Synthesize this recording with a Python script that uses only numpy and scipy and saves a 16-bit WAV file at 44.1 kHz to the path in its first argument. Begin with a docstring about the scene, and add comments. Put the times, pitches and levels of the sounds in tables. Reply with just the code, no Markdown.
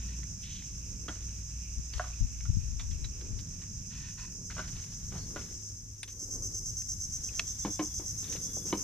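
"""Cicadas around a small boat

A far cicada chorus throbs in the mangroves, then a near cicada chirps loudly: tymbal snaps ring coloured
bodies. Fainter insects are bands of noise; a distant bird whistles steady, quavering tones through the echoing
trees. An angler's reel clicks and whirrs, gear strikes ring the modes of rod and hull, and friction hisses and
squeaks. Shaped noise makes lapping water, leaf hiss, rumble, a murmur and breeze at the microphone; sines make
a low drone."""
import sys
import numpy as np
from scipy import signal
from scipy.fft import rfft, irfft, next_fast_len
from scipy.io import wavfile
from scipy.ndimage import uniform_filter1d

SR = 44100
rng = np.random.default_rng(int(sys.argv[2]) if len(sys.argv) > 2 else 0)


def output_pcm(signal):
    """Save a mono or channel-first signal as 16-bit PCM at the path in sys.argv[1].

    Samples are clipped to [-1, 1] before scaling.
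    """
    pcm = np.clip(np.atleast_2d(signal).T, -1, 1) * 32767
    wavfile.write(sys.argv[1], SR, np.round(pcm).astype(np.int16))


N = 389403
TIME = np.arange(N) / SR

# lead of the left microphone port over the right; negative means that the right leads
CHORUS_LEAD_US, CICADA_LEAD_US, GEAR_LEAD_US, LEAVES_LEAD_US = -38.5, 29, 45, 28.3


def from_db(db):
    """Logarithmic level: 20 dB is a factor of ten in amplitude."""
    return 10 ** (np.asarray(db) / 20)


def rms_one(x):
    """Normalisation: scale to unit mean power."""
    return x / np.sqrt(np.mean(x ** 2) + 1e-20)


def in_time(rows):
    """Linear interpolation: each column of a curve at every sample."""
    s, *columns = np.transpose(rows)
    return [np.interp(TIME, s, c) for c in columns]


def drift(rate):
    """Low-pass random process: white noise through two equal poles wanders smoothly with spread 1."""
    r = np.exp(-80 * np.pi * rate / SR)
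    # computed at every 40th sample; the first 2000 values let the filter settle
    white = rng.standard_normal(N // 40 + 2002)
    slow = signal.lfilter([1], [1, -2 * r, r * r], white)[2000:]
    return np.interp(np.arange(N) / 40, np.arange(len(slow)), rms_one(slow))


def stereo_noise(alike):
    """Interchannel coherence: mid and side white noise mix to a given left-right correlation."""
    mid, side = rng.standard_normal((2, N))
    alike = np.clip(alike, -1, 1)
    common = np.sqrt(1 + alike) * mid
    opposed = np.sqrt(1 - alike) * side * [[1], [-1]]
    return (common + opposed) / np.sqrt(2)


def colour(x, points):
    """Minimum-phase filtering: a causal response follows a spectrum and falls beyond its ends; unit power."""
    size = 2 * next_fast_len(N // 2 + 4096)
    octave = np.log2(np.maximum(np.arange(size // 2 + 1) * SR / size, 1))
    hz, db = np.transpose(points)
    beyond = np.abs(octave - np.clip(octave, np.log2(hz[0]), np.log2(hz[-1])))
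    # 18 dB per octave outside the listed range, for at most two octaves
    gain_db = np.interp(octave, np.log2(hz), db) - 18 * np.minimum(beyond, 2)
    # folding the cepstrum onto positive times makes the filter causal
    cepstrum = irfft(np.log(from_db(gain_db)))
    cepstrum[1:size // 2] *= 2
    cepstrum[size // 2 + 1:] = 0
    response = np.exp(rfft(cepstrum))
    return rms_one(irfft(rfft(x, size) * response)[..., :N])


def band(x, low_hz, high_hz, order=2):
    """Butterworth band-pass: a maximally flat pass band."""
    edges = [low_hz, min(high_hz, SR / 2 - 1)]
    return signal.sosfilt(signal.butter(order, edges, "band", fs=SR, output="sos"), x)


def add(out, s, sound):
    """Superposition: mix a short sound in at a time."""
    start = int(s * SR)
    out[:, start:start + sound.shape[-1]] += sound[..., :N - start]


def scatter(x, t60):
    """Diffuse scattering: countless small decaying echoes, different for each side."""
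    t = TIME[:SR // 2]
    echoes = rng.standard_normal((2, len(t))) * from_db(-60 * t / t60)
    echoes /= np.sqrt(np.sum(echoes ** 2, axis=1, keepdims=True))
    return signal.fftconvolve(np.atleast_2d(x), echoes, axes=1)[:, :N]


def ports(x, lead_us):
    """Interaural-like delay: one microphone port leads; the phase gap stops growing above 6800 Hz."""
    size = next_fast_len(N + 64)
    hz = np.minimum(np.arange(size // 2 + 1) * SR / size, 6800)
    turn = np.pi * hz * lead_us / 1e6   # each side takes half of the lead
    return irfft(rfft(x, size) * np.exp(1j * turn * np.array([[1], [-1]])), size)[:, :N]


def stroke(start, length, attack_s, t60):
    """Envelope of one movement: it rises up to its start, holds for its length and decays exponentially."""
    attack = np.clip((TIME - start) / attack_s + 1, 0, 1)
    return attack * from_db(-60 * np.clip((TIME - start - length) / t60, 0, 2))


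def blurred_tone(hz, width_hz):
    """Narrow-band noise: slow random quadrature amplitudes shake a carrier's strength and phase; unit power."""
    smooth = signal.butter(2, np.clip(width_hz, 5, 2000), fs=SR, output="sos")
    a, b = signal.sosfilt(smooth, rng.standard_normal((2, len(hz) + SR // 10)))[:, SR // 10:]
    phase = 2 * np.pi * np.cumsum(hz) / SR
    return rms_one(a * np.cos(phase) + b * np.sin(phase))


# two tymbals each buckle in and spring out once a cycle: cycle_share (0 to 1), level_db
TYMBAL = [(.02, 0), (.21, -.5), (.58, .3), (.77, 0)]


def tymbal_clicks(rate_hz, wander, uneven_db):
    """Snap-through buckling: four impulses to a muscle cycle, each with a strength of its own."""
    cycles = np.cumsum(rate_hz * (1 + wander * drift(8))) / SR
    clicks = np.zeros(N)
    for share, db in TYMBAL:
        clicks += np.diff(np.floor(cycles - share), prepend=-1) * from_db(db)
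    return clicks * from_db(uneven_db * rng.standard_normal(N))


def rib_rattle(clicks, ring_s, alike):
    """Impulsive excitation: each snap sets off a short decaying crackle, as of a tymbal's ribs; unit power."""
    r = np.exp(-1 / (ring_s * SR))
    envelope = signal.lfilter([1], [1, -r], clicks + 1e-18)
    return rms_one(envelope * stereo_noise(alike))


# level and balance of the far chorus: time_s, level_db, left_over_right_db
CHORUS = [(0, -45.5, -3.5), (3.3, -46.5, -3.5), (4.6, -44.5, -2.5), (5.2, -45, 0.5), (5.68, -43.5, 1),
          (5.85, -50, 0.5), (6.1, -52, 2), (6.3, -45, 2), (8.83, -41.5, 3)]
# peak swing of the throb about the level; a negative one swaps peaks and dips: time_s, depth_db
THROB = [(0, 1.8), (1.7, 1.1), (3.2, .5), (4.6, 2), (6.3, 0.8), (8.83, -2.5)]
# cicada body resonances heard from afar: frequency_hz, relative_density_db_per_hz
FAR_BODY = [(4000, -49), (4750, -22), (5250, -5.5), (5750, -5), (6200, 1), (6500, -2.5), (6900, -9),
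            (7700, -13.5), (8100, -21), (9200, -27.5), (10500, -38.5), (12200, -25.5), (13200, -57)]
THROB_HZ, FIRST_THROB_S = 8.4, .067


def far_chorus():
    """Amplitude modulation: distance smears most snaps into a hiss that throbs about eight times a second."""
    level_db, pan_db = in_time(CHORUS)
    (depth_db,) = in_time(THROB)
    clicks = tymbal_clicks(107, wander=.015, uneven_db=3)
    snaps = rib_rattle(clicks, ring_s=.0006, alike=.5)
    song = colour(stereo_noise(alike=0.33) + .5 * snaps, FAR_BODY)
    throb_db = depth_db * np.cos(2 * np.pi * THROB_HZ * (TIME - FIRST_THROB_S)) + 0.14 * drift(28)
    return ports(song, CHORUS_LEAD_US) * from_db(level_db + throb_db + pan_db * [[.5], [-.5]])


# level of a thin insect trill, before its waver: time_s, level_db
TRILL = [(0, -67), (1, -69), (2.3, -66), (3.5, -70), (4.5, -78), (5.5, -82.5), (8.83, -86)]
TRILL_HZ, TRILL_WIDTH_HZ = 2564, 480
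# level of the high hiss of small insects in the leaves: time_s, level_db
SIZZLE = [(0, -71.5), (4, -74), (5.3, -64), (5.9, -70.5), (6.3, -62.5), (7.6, -61.5), (8.3, -56.5),
          (8.83, -54.5)]
# spectrum of that hiss: frequency_hz, relative_density_db_per_hz
SIZZLE_COLOUR = [(7000, -19), (8500, 7.5), (10500, -1), (12200, 7), (13200, -4.5)]


def small_insects():
    """Spectral niches: fainter insects hold a narrow noise band below the cicadas and a hiss reaching above."""
    (trill_db,), (sizzle_db,) = in_time(TRILL), in_time(SIZZLE)
    low_hz, high_hz = TRILL_HZ - TRILL_WIDTH_HZ / 2, TRILL_HZ + TRILL_WIDTH_HZ / 2
    trill = rms_one(band(stereo_noise(alike=0.48), low_hz, high_hz))
    waver_db = 2.5 * drift(10)
    trill = ports(trill, LEAVES_LEAD_US) * from_db(trill_db + waver_db)
    sizzle = colour(stereo_noise(alike=-0.061), SIZZLE_COLOUR) * from_db(sizzle_db)
    return trill + sizzle


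# spectrum of the low rumble: frequency_hz, relative_density_db_per_hz
RUMBLE = [(15, -7.5), (32, 5), (55, 4.5), (85, 4), (140, -3.5), (200, -8.5), (280, -17), (450, -31.5),
          (900, -52)]
# level of the low rumble, before its drift: time_s, level_db
RUMBLE_LEVEL = [(0, -46.5), (1.2, -46), (2.2, -48), (3.3, -45), (4.4, -47), (5.35, -44), (5.85, -52.5),
                (6.15, -52), (6.4, -45.5), (8.83, -47.5)]
# spectrum of the leaf hiss: frequency_hz, relative_density_db_per_hz
LEAVES = [(200, 8.5), (500, 0), (900, -3.5), (1700, 0), (2800, -4), (4200, -1.5), (8000, -10), (13000, -42)]
# level of the leaf hiss, before its drift: time_s, level_db
LEAF_LEVEL = [(0, -64.5), (3.6, -62.5), (4.4, -70), (4.6, -65), (5.1, -63), (5.9, -70.5), (7.1, -64.5),
              (7.35, -58.5), (8.1, -63.5), (8.3, -58), (8.5, -64), (8.83, -65)]
# peak amplitude of the drone's lower tone at each port, 3 dB below that heard: time_s, level_db
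DRONE = [(0, -38.5), (.5, -50), (1.3, -41.5), (2.6, -43), (4.4, -57.5), (8.83, -57.5)]
DRONE_HZ, HUM_HZ = 59.3, 100
HUM_DB = -53.5   # like the drone's, raised by 3 dB in the sum


def open_air():
    """Broadband and tonal background: shaped noise rumbles and hisses under a wavering two-tone drone."""
    (rumble_db,), (leaves_db,), (drone_db,) = in_time(RUMBLE_LEVEL), in_time(LEAF_LEVEL), in_time(DRONE)
    rumble = colour(stereo_noise(alike=0.93), RUMBLE) * from_db(rumble_db + 1.8 * drift(5))
    rustle_db = .8 * drift(12)
    leaves = ports(colour(stereo_noise(alike=0.24), LEAVES), LEAVES_LEAD_US) * from_db(leaves_db + rustle_db)
    drone_phase = 2 * np.pi * np.cumsum(DRONE_HZ + .7 * drift(3)) / SR
    drone = np.sin(drone_phase) * from_db(drone_db + 1.5 * drift(4))
    hum_phase = 2 * np.pi * np.cumsum(HUM_HZ + .6 * drift(3)) / SR
    hum = np.sin(hum_phase) * from_db(HUM_DB + 1.2 * drift(3))
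    return rumble + leaves + np.sqrt(2) * (drone + hum)   # root two turns peak into rms level


# level of a hollow low murmur, before its drift: time_s, level_db
MURMUR = [(0, -50), (2.8, -70.5), (3.4, -53), (4.5, -53), (5.4, -53), (5.8, -74), (8.83, -50)]


def murmur(low_hz=120, high_hz=190):
    """Band-limited noise: less than an octave of low noise sounds hollow as it swells and fades."""
    (level_db,) = in_time(MURMUR)
    hollow = rms_one(band(stereo_noise(alike=0.93), low_hz, high_hz))
    return hollow * from_db(level_db + 0.68 * drift(7.5))


# puffs of breeze on the left port, as bell curves: middle_s, level_db, standard_deviation_s
PUFFS = [(1.79, -26.5, 0.01), (1.966, -29, 0.011), (2.219, -18.5, 0.0085), (2.25, -23.5, 0.011),
         (2.5, -20, 0.0073), (2.545, -27, 0.01), (2.577, -21, 0.0096), (2.694, -33.5, 0.24),
         (2.92, -33, 0.022), (3.048, -33, 0.023), (3.343, -33, 0.044)]


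def breeze(right_db=-14):
    """Turbulent pressure: eddies thump on the left port, weakly on the right; a slow flutter stays on both."""
    push = sum(from_db(db) * np.exp(-.5 * ((TIME - s) / length) ** 2) for s, db, length in PUFFS)
    eddy_colour = [(20, 6.0), (55, 14.5), (130, 0.5), (220, -13.0), (400, -42.5)]
    eddies = colour(stereo_noise(alike=0.17), eddy_colour)
    # the push alone sets a puff's strength
    eddies /= np.sqrt(uniform_filter1d(eddies ** 2, size=SR // 40) + 1e-9)
    flutter = colour(stereo_noise(alike=0.08), [(12, -13.0), (28, 7.0), (60, -16)])
    flutter *= from_db(-68.0 + 4.9 * drift(1.6))
    return eddies * push * from_db([[0], [right_db]]) + flutter


# spells of turning the reel: start_s, length_s, gear_whirr_db, line_swish_db
TURNS = [(0, .14, -61, -65), (0.436, 0.14, -82, -53.5), (3.915, 0.17, -58.5, -61.5),
         (4.19, 0.011, -53, -70)]
# resonances of the reel's gears and housing: frequency_hz, relative_density_db_per_hz
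GEAR_COLOUR = [(800, -7), (1000, 4), (1200, -3.5), (1500, 6.5), (1650, 0), (1800, 10), (2200, -3),
               (2560, 11.5), (3200, -6.5), (4500, 2)]
# spectrum of line running onto the spool: frequency_hz, relative_density_db_per_hz
LINE_COLOUR = [(1500, -14.5), (2400, -3), (3100, 2), (3800, 1), (4800, -9)]
TURN_ATTACK_S, TURN_T60_S = 0.021, 0.48


def winding():
    """Resonant filtering of friction: gears whirr in the reel's housing and line swishes onto the spool."""
    gear, line = np.zeros((2, N))
    for s, length, gear_db, line_db in TURNS:
        turn = stroke(s, length, TURN_ATTACK_S, TURN_T60_S)
        gear += from_db(gear_db) * turn
        line += from_db(line_db) * turn
    whirr = colour(stereo_noise(alike=0.75), GEAR_COLOUR) * gear * from_db(2 * drift(60))
    swish = colour(stereo_noise(alike=0.99), LINE_COLOUR) * line * from_db(1.3 * drift(51))
    return whirr + swish


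# ripples reach the hull: crest_s, level_db (before its drift)
LAPS = [(0.1, -69), (1.05, -58), (3.25, -56.5), (4.4, -60.5), (5.35, -54.5), (6.37, -51.5), (7.3, -61.5),
        (8.35, -52), (8.75, -48.5)]
# spectrum of the slop: frequency_hz, relative_density_db_per_hz
LAP_COLOUR = [(130, -9.5), (230, -0.5), (380, -2), (500, -7.5), (700, -22.5), (1200, -22.5)]
LAP_RISE_DB_PER_S, LAP_FALL_DB_PER_S = 56.5, 40


def water():
    """Exponential growth and decay: ripples slop on the hull, swell quickly and drain more slowly."""
    slop = np.zeros(N)
    for crest_s, db in LAPS:
        below_db = np.maximum(LAP_RISE_DB_PER_S * (crest_s - TIME), LAP_FALL_DB_PER_S * (TIME - crest_s))
        slop += from_db(db - below_db)
    return colour(stereo_noise(alike=0.88), LAP_COLOUR) * slop * from_db(2.0 * drift(17))


def strike(blows, body, crack_db, rattle, echo_db):
    """Modal excitation: a push and brief rattle ring a body's modes; blows on stiff parts leave low ones still."""
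    out, t = np.zeros((2, N)), TIME[:SR // 3]
    hz, mode_db, t60 = np.transpose(body)[:, :, None]
    for s, db, lowest_hz, bright_db, contact_t60 in blows:
        tilt_db = bright_db * np.log2(hz / 600)
        strength = from_db(mode_db + tilt_db + rng.normal(0, 1, hz.shape))
        strength /= np.sqrt(1 + (lowest_hz / hz) ** 20)
        strength *= rng.choice([-1, 1], hz.shape)
        modes = np.sum(strength * np.sin(2 * np.pi * hz * t) * from_db(-60 * t / t60), axis=0)
        dying = from_db(-60 * t / contact_t60)
        # one push, then sparse random contacts
        force = rattle * rng.standard_normal(len(t)) * (rng.random(len(t)) < .2) * dying
        force[0] = 1
        ring = signal.fftconvolve(force, modes)[:len(t)]
        ring /= np.std(ring[:SR // 50])   # unit level over the first 20 ms
        crack = rms_one(band(rng.standard_normal(len(t)), lowest_hz, 750, order=1))
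        crack *= from_db(crack_db) * dying
        add(out, s, from_db(db - 3.5) * band(ring + crack, lowest_hz * 0.84, 5600, order=3))
    return out + from_db(echo_db) * scatter(band(out, 590, 5900), t60=0.32)


# knocks on the hull, t60 being that of the rattling contact:
# start_s, level_db (3.5 above the ring's), lowest_ringing_hz, brightness_db_per_octave, contact_t60_s
KNOCKS = [(.188, -53, 280, -9, 0.055), (7.649, -28.5, 151, -3.5, 0.14), (7.793, -26.5, 150, -0.5, 0.12),
          (7.995, -43.5, 260, -3.5, 0.2), (8.351, -43.5, 404, -13, 0.04), (8.569, -43.5, 524, -20, 0.04),
          (8.727, -25.5, 159, 1.5, 0.078), (8.738, -36.5, 171, -2, 0.047)]
# hull modes: frequency_hz, relative_level_db, t60_s
HULL = [(166, -16, .12), (207, -3.5, 0.2), (300.2, 6.5, 0.14), (330, 2, .13), (406, -1.5, 0.12),
        (450, -6, 0.042), (491, 2.5, 0.05), (583, -3, 0.059), (750, 0.5, 0.04), (850, -3, 0.027),
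        (943, -4.5, 0.086), (1033, 1, 0.062), (1250, -11, 0.061), (1480, -15, .035), (2230, 0, .018),
        (2980, -7, .039), (3830, -0.5, 0.0048)]
# bumps of the rod and reel, with the same columns as the knocks:
# start_s, level_db (3.5 above the ring's), lowest_ringing_hz, brightness_db_per_octave, contact_t60_s
BUMPS = [(1.082, -38.5, 196, 0.5, .1), (1.996, -31.5, 590, -6, 0.041), (2.008, -43, 650, 0, 0.049),
         (2.04, -47.5, 600, -10, 0.082), (4.566, -46.5, 700, -6, 0.034), (4.581, -40.5, 160, 3.5, 0.058),
         (4.593, -37, 161, 3, .03), (4.598, -42.5, 300, 5.5, 0.06), (5.12, -44, 150, -9, 0.27),
         (5.152, -44.5, 149, -7, 0.2), (5.361, -37, 154, 2, 0.097), (7.396, -53, 536, -10, .054)]
# rod and reel frame modes: frequency_hz, relative_level_db, t60_s
ROD = [(174, 1.5, 0.2), (232, 0, 0.19), (306, -1, 0.062), (627, -4.5, 0.059), (710, -5.5, 0.049),
       (990, -7, 0.023), (1150, 0.5, 0.019), (1310, -9, 0.035), (1385, -4, 0.052), (1464, -3.5, 0.05),
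       (1610, -5, 0.034), (2050, -6.5, 0.021), (2950, -9, .013), (3740, -20, .008)]


def knocks():
    """Modes of two bodies: hollow knocks on the hull and harder, brighter bumps of the rod."""
    hull = strike(KNOCKS, HULL, crack_db=-5, rattle=0.11, echo_db=-13)
    rod = strike(BUMPS, ROD, crack_db=-1.0, rattle=0.22, echo_db=-7.0)
    return hull + rod


# reel and rod clicks:
# start_s, level_db (2 above the direct sound's), centre_hz, t60_s, ring_over_crack_db, left_over_right_db
CLICKS = [(0.23, -50.5, 2000, 0.053, -2, -2), (.621, -53.5, 2070, .035, 3, 0),
          (1.083, -37.5, 3260, 0.049, -0.5, -3), (1.935, -43, 4500, 0.021, 10, 4),
          (1.937, -46.5, 3180, 0.045, 3, 4), (2.131, -56.5, 2580, .05, 7, -6),
          (2.404, -50, 2230, 0.052, -2, -3), (2.453, -52.5, 1344, 0.087, 0, -1),
          (2.795, -42, 3550, 0.091, -1.5, -5), (2.796, -60, 1025, 0.18, 6, -4),
          (2.91, -52, 3280, 0.086, -3, -6), (3.043, -43.5, 3980, 0.077, 4.5, -4),
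          (3.21, -47.5, 4190, 0.053, -12, -4), (3.389, -47, 4850, 0.093, -1, -4),
          (3.617, -52.5, 1970, 0.15, -8, -4), (4.501, -51.5, 1510, .03, 6, 2),
          (4.506, -52, 2100, 0.031, 6, 2), (4.513, -48, 1490, 0.057, 3.5, 1),
          (4.524, -48, 2290, .03, -9, 4), (4.613, -53, 1450, .035, 0, 0), (4.624, -57, 2170, 0.08, 8, 0),
          (4.641, -54, 1500, 0.045, 3.5, 0), (4.783, -56, 1990, 0.054, -15, 0),
          (6.031, -36.5, 3530, 0.043, -1.5, -4), (6.03, -39, 8880, 0.029, 4.5, 6),
          (6.076, -51, 3280, 0.18, -12, -2), (6.819, -46, 2620, 0.013, 2, -2),
          (7.288, -56.5, 2620, 0.045, 12, -2), (7.3935, -25, 2730, 0.026, -2.5, -1),
          (7.3954, -18.5, 4070, 0.011, -16, 0), (8.242, -51.5, 3620, 0.039, 6.5, -7),
          (8.324, -43.5, 3620, 0.12, -12, -2), (8.36, -43, 3400, 0.073, -21, -2)]


def reel(spread=2.2, ring_width_hz=130, housing_db=-14, echo_db=-18):
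    """Impact and resonance: hard parts crack, ring roughly at the part's own pitch, and the housing answers."""
    out, t = np.zeros((2, N)), TIME[:SR // 5]
    noise = band(stereo_noise(alike=0.98), 670, 6100)
    contact = np.minimum(t / .001, 1)   # the force builds up in 1 ms
    for s, db, hz, t60, ring_db, pan_db in CLICKS:
        piece = noise[:, int(s * SR):][:, :len(t)]
        crack = rms_one(band(piece, hz / spread, hz * spread, order=1))
        ring = from_db(ring_db) * blurred_tone(np.full(len(t), hz), ring_width_hz)
        decay = from_db(db - 60 * t / t60 + pan_db * np.array([[.5], [-.5]]))
        add(out, s, (crack + ring) * contact * decay)
    housing = from_db(housing_db) * np.std(out) * colour(out, GEAR_COLOUR)
    return from_db(-2.0) * (out + housing) + from_db(echo_db) * scatter(out, t60=0.12)


# sleeve and fingers rub on the rod: start_s, length_s, level_db (before its drift)
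RUBS = [(1.107, 0.028, -55), (1.94, 0.045, -51.5), (4.505, 0.15, -54), (4.764, 0.048, -60),
        (5.114, 0.12, -64), (5.362, 0.019, -56.5), (8.234, 0.071, -57.5), (8.672, 0.027, -56)]
# spectrum of the rubbing: frequency_hz, relative_density_db_per_hz
RUB_COLOUR = [(300, 2.5), (700, -1.5), (1400, 3.5), (2500, 4), (4500, 3), (9000, -8)]
RUB_ATTACK_S, RUB_T60_S = 0.018, 0.98
CRACKLES_PER_S, CRACKLE_DB = 110, -2   # mean rate; level against the hiss


def handling():
    """Stick-slip friction: cloth and fingers hiss on the rod and crackle where they catch and let go."""
    pressure = sum(from_db(db) * stroke(s, length, RUB_ATTACK_S, RUB_T60_S) for s, length, db in RUBS)
    catches = rng.random(N) < CRACKLES_PER_S / SR
    catches = catches * from_db(4 * np.minimum(rng.exponential(1, N), 3))
    crackle = rib_rattle(catches, ring_s=.001, alike=.8)
    friction = stereo_noise(alike=0.7) + from_db(CRACKLE_DB) * crackle
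    return colour(friction, RUB_COLOUR) * pressure * from_db(1.4 * drift(27))


# reel parts and fingers slide with a pitch:
# start_s, length_s, start_pitch_hz, end_pitch_hz, level_db (before the fades), width_hz
SQUEAKS = [(3.994, .13, 1880, 1720, -64, 45), (4.17, 0.094, 1027, 996, -60.5, 45),
           (4.174, 0.07, 1800, 1730, -66, 70), (5.17, 0.1, 4500, 4520, -58, 200)]


def squeaks(echo_db=-10):
    """Friction-driven oscillation: sliding parts sing faintly; the pitch glides with their speed."""
    out = np.zeros((1, N))
    for s, length, start_hz, end_hz, db, width_hz in SQUEAKS:
        size = int(length * SR)
        tone = blurred_tone(np.geomspace(start_hz, end_hz, size), width_hz)
        add(out, s, from_db(db) * tone * signal.windows.tukey(size))
    return out + from_db(echo_db) * scatter(out, t60=.25)


# near cicada's body resonances: frequency_hz, relative_density_db_per_hz
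NEAR_BODY = [(4000, -62.5), (4750, -19), (5120, -7), (5450, -11), (5610, 3), (5760, 1), (5930, -4),
             (6050, 2.5), (6130, 4.5), (6230, 8.5), (6400, 0.5), (6550, -12.5), (6680, 1), (6780, -6.5),
             (6930, -14.5), (7350, -7.5), (7650, -13), (7830, -8.5), (8150, -20), (8520, -17.5),
             (10500, -38.5), (12200, -18), (13200, -47)]
TYMBAL_HZ = 106.6
# middle of the first chirp; each period is a little longer than the last
FIRST_CHIRP_S, CHIRP_PERIOD_S, SLOWING_S_PER_CHIRP = 5.991, .1144, .00022
# direct song: it starts softly, swells to full voice and slowly tires
START_DB, SWELL_DB_PER_S, FULL_DB, TIRING_DB_PER_S = -53, 56, -37.5, 0.67


def near_cicada(echo_db=-10, count=25):
    """Gated radiation: tymbals keep snapping while the abdomen opens for each chirp to let out full strength."""
    length_s, edge_s, closed = .056, .001, from_db(-14)
    k, singing_s = np.arange(count), TIME - FIRST_CHIRP_S
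    middles = FIRST_CHIRP_S + CHIRP_PERIOD_S * k + SLOWING_S_PER_CHIRP * k ** 2 / 2
    opening = sum(np.clip((length_s / 2 - np.abs(TIME - s)) / edge_s + .5, 0, 1) for s in middles)
    swell_db = START_DB + SWELL_DB_PER_S * singing_s
    tiring_db = FULL_DB - TIRING_DB_PER_S * singing_s
    onset = np.clip(singing_s / length_s + 1, 0, 1)
    effort = from_db(np.minimum(swell_db, tiring_db)) * onset
    clicks = tymbal_clicks(TYMBAL_HZ, wander=.009, uneven_db=1.3)
    rattle = rib_rattle(clicks, ring_s=.0003, alike=0)
    snaps = colour(2.5 * rms_one(clicks) + rattle, NEAR_BODY)
    song = ports(snaps, CICADA_LEAD_US) * effort * (opening + closed * (1 - opening))
    return song + from_db(echo_db) * scatter(song, t60=0.04)


# whistled notes of a distant bird:
# start_s, length_s, mean_pitch_hz, level_db (before swells and the paths through the trees)
WHISTLES = [(7.2, .32, 3260, -69), (7.407, .19, 3570, -65), (7.598, .19, 3460, -63), (7.81, .21, 3410, -65),
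            (8.22, .16, 3560, -62), (8.39, .27, 3425, -63.5)]


def bird(direct=0.65, echo_db=-0.5):
    """Reverberant propagation: thin, quavering tones swell and fade through the trees and linger there."""
    out = np.zeros((1, N))
    for s, length, hz, db in WHISTLES:
        size = int(length * SR)
        pitch_hz = hz * (1 + .008 * drift(75)[:size])
        swell_db = 5 * np.clip(drift(40)[:size], -3, .9)
        level = from_db(db + swell_db) * signal.windows.tukey(size, .3)
        add(out, s, np.sin(2 * np.pi * np.cumsum(pitch_hz) / SR) * level)
    return direct * out + from_db(echo_db) * scatter(out, t60=0.66)


def scene():
    """Superposition of sources: insects and a bird in the trees, the angler's gear, water and air."""
    trees = far_chorus() + small_insects() + near_cicada() + bird()
    angler = ports(winding() + knocks() + reel() + handling() + squeaks(), GEAR_LEAD_US)
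    return trees + angler + water() + open_air() + murmur() + breeze()


CUTOFF_HZ = 13500


def record(dry):
    """Band limiting: an elliptic low-pass cuts the top steeply."""
    return signal.sosfilt(signal.ellip(10, .2, 80, CUTOFF_HZ, fs=SR, output="sos"), dry)


dry = scene()
out = record(dry)
output_pcm(out)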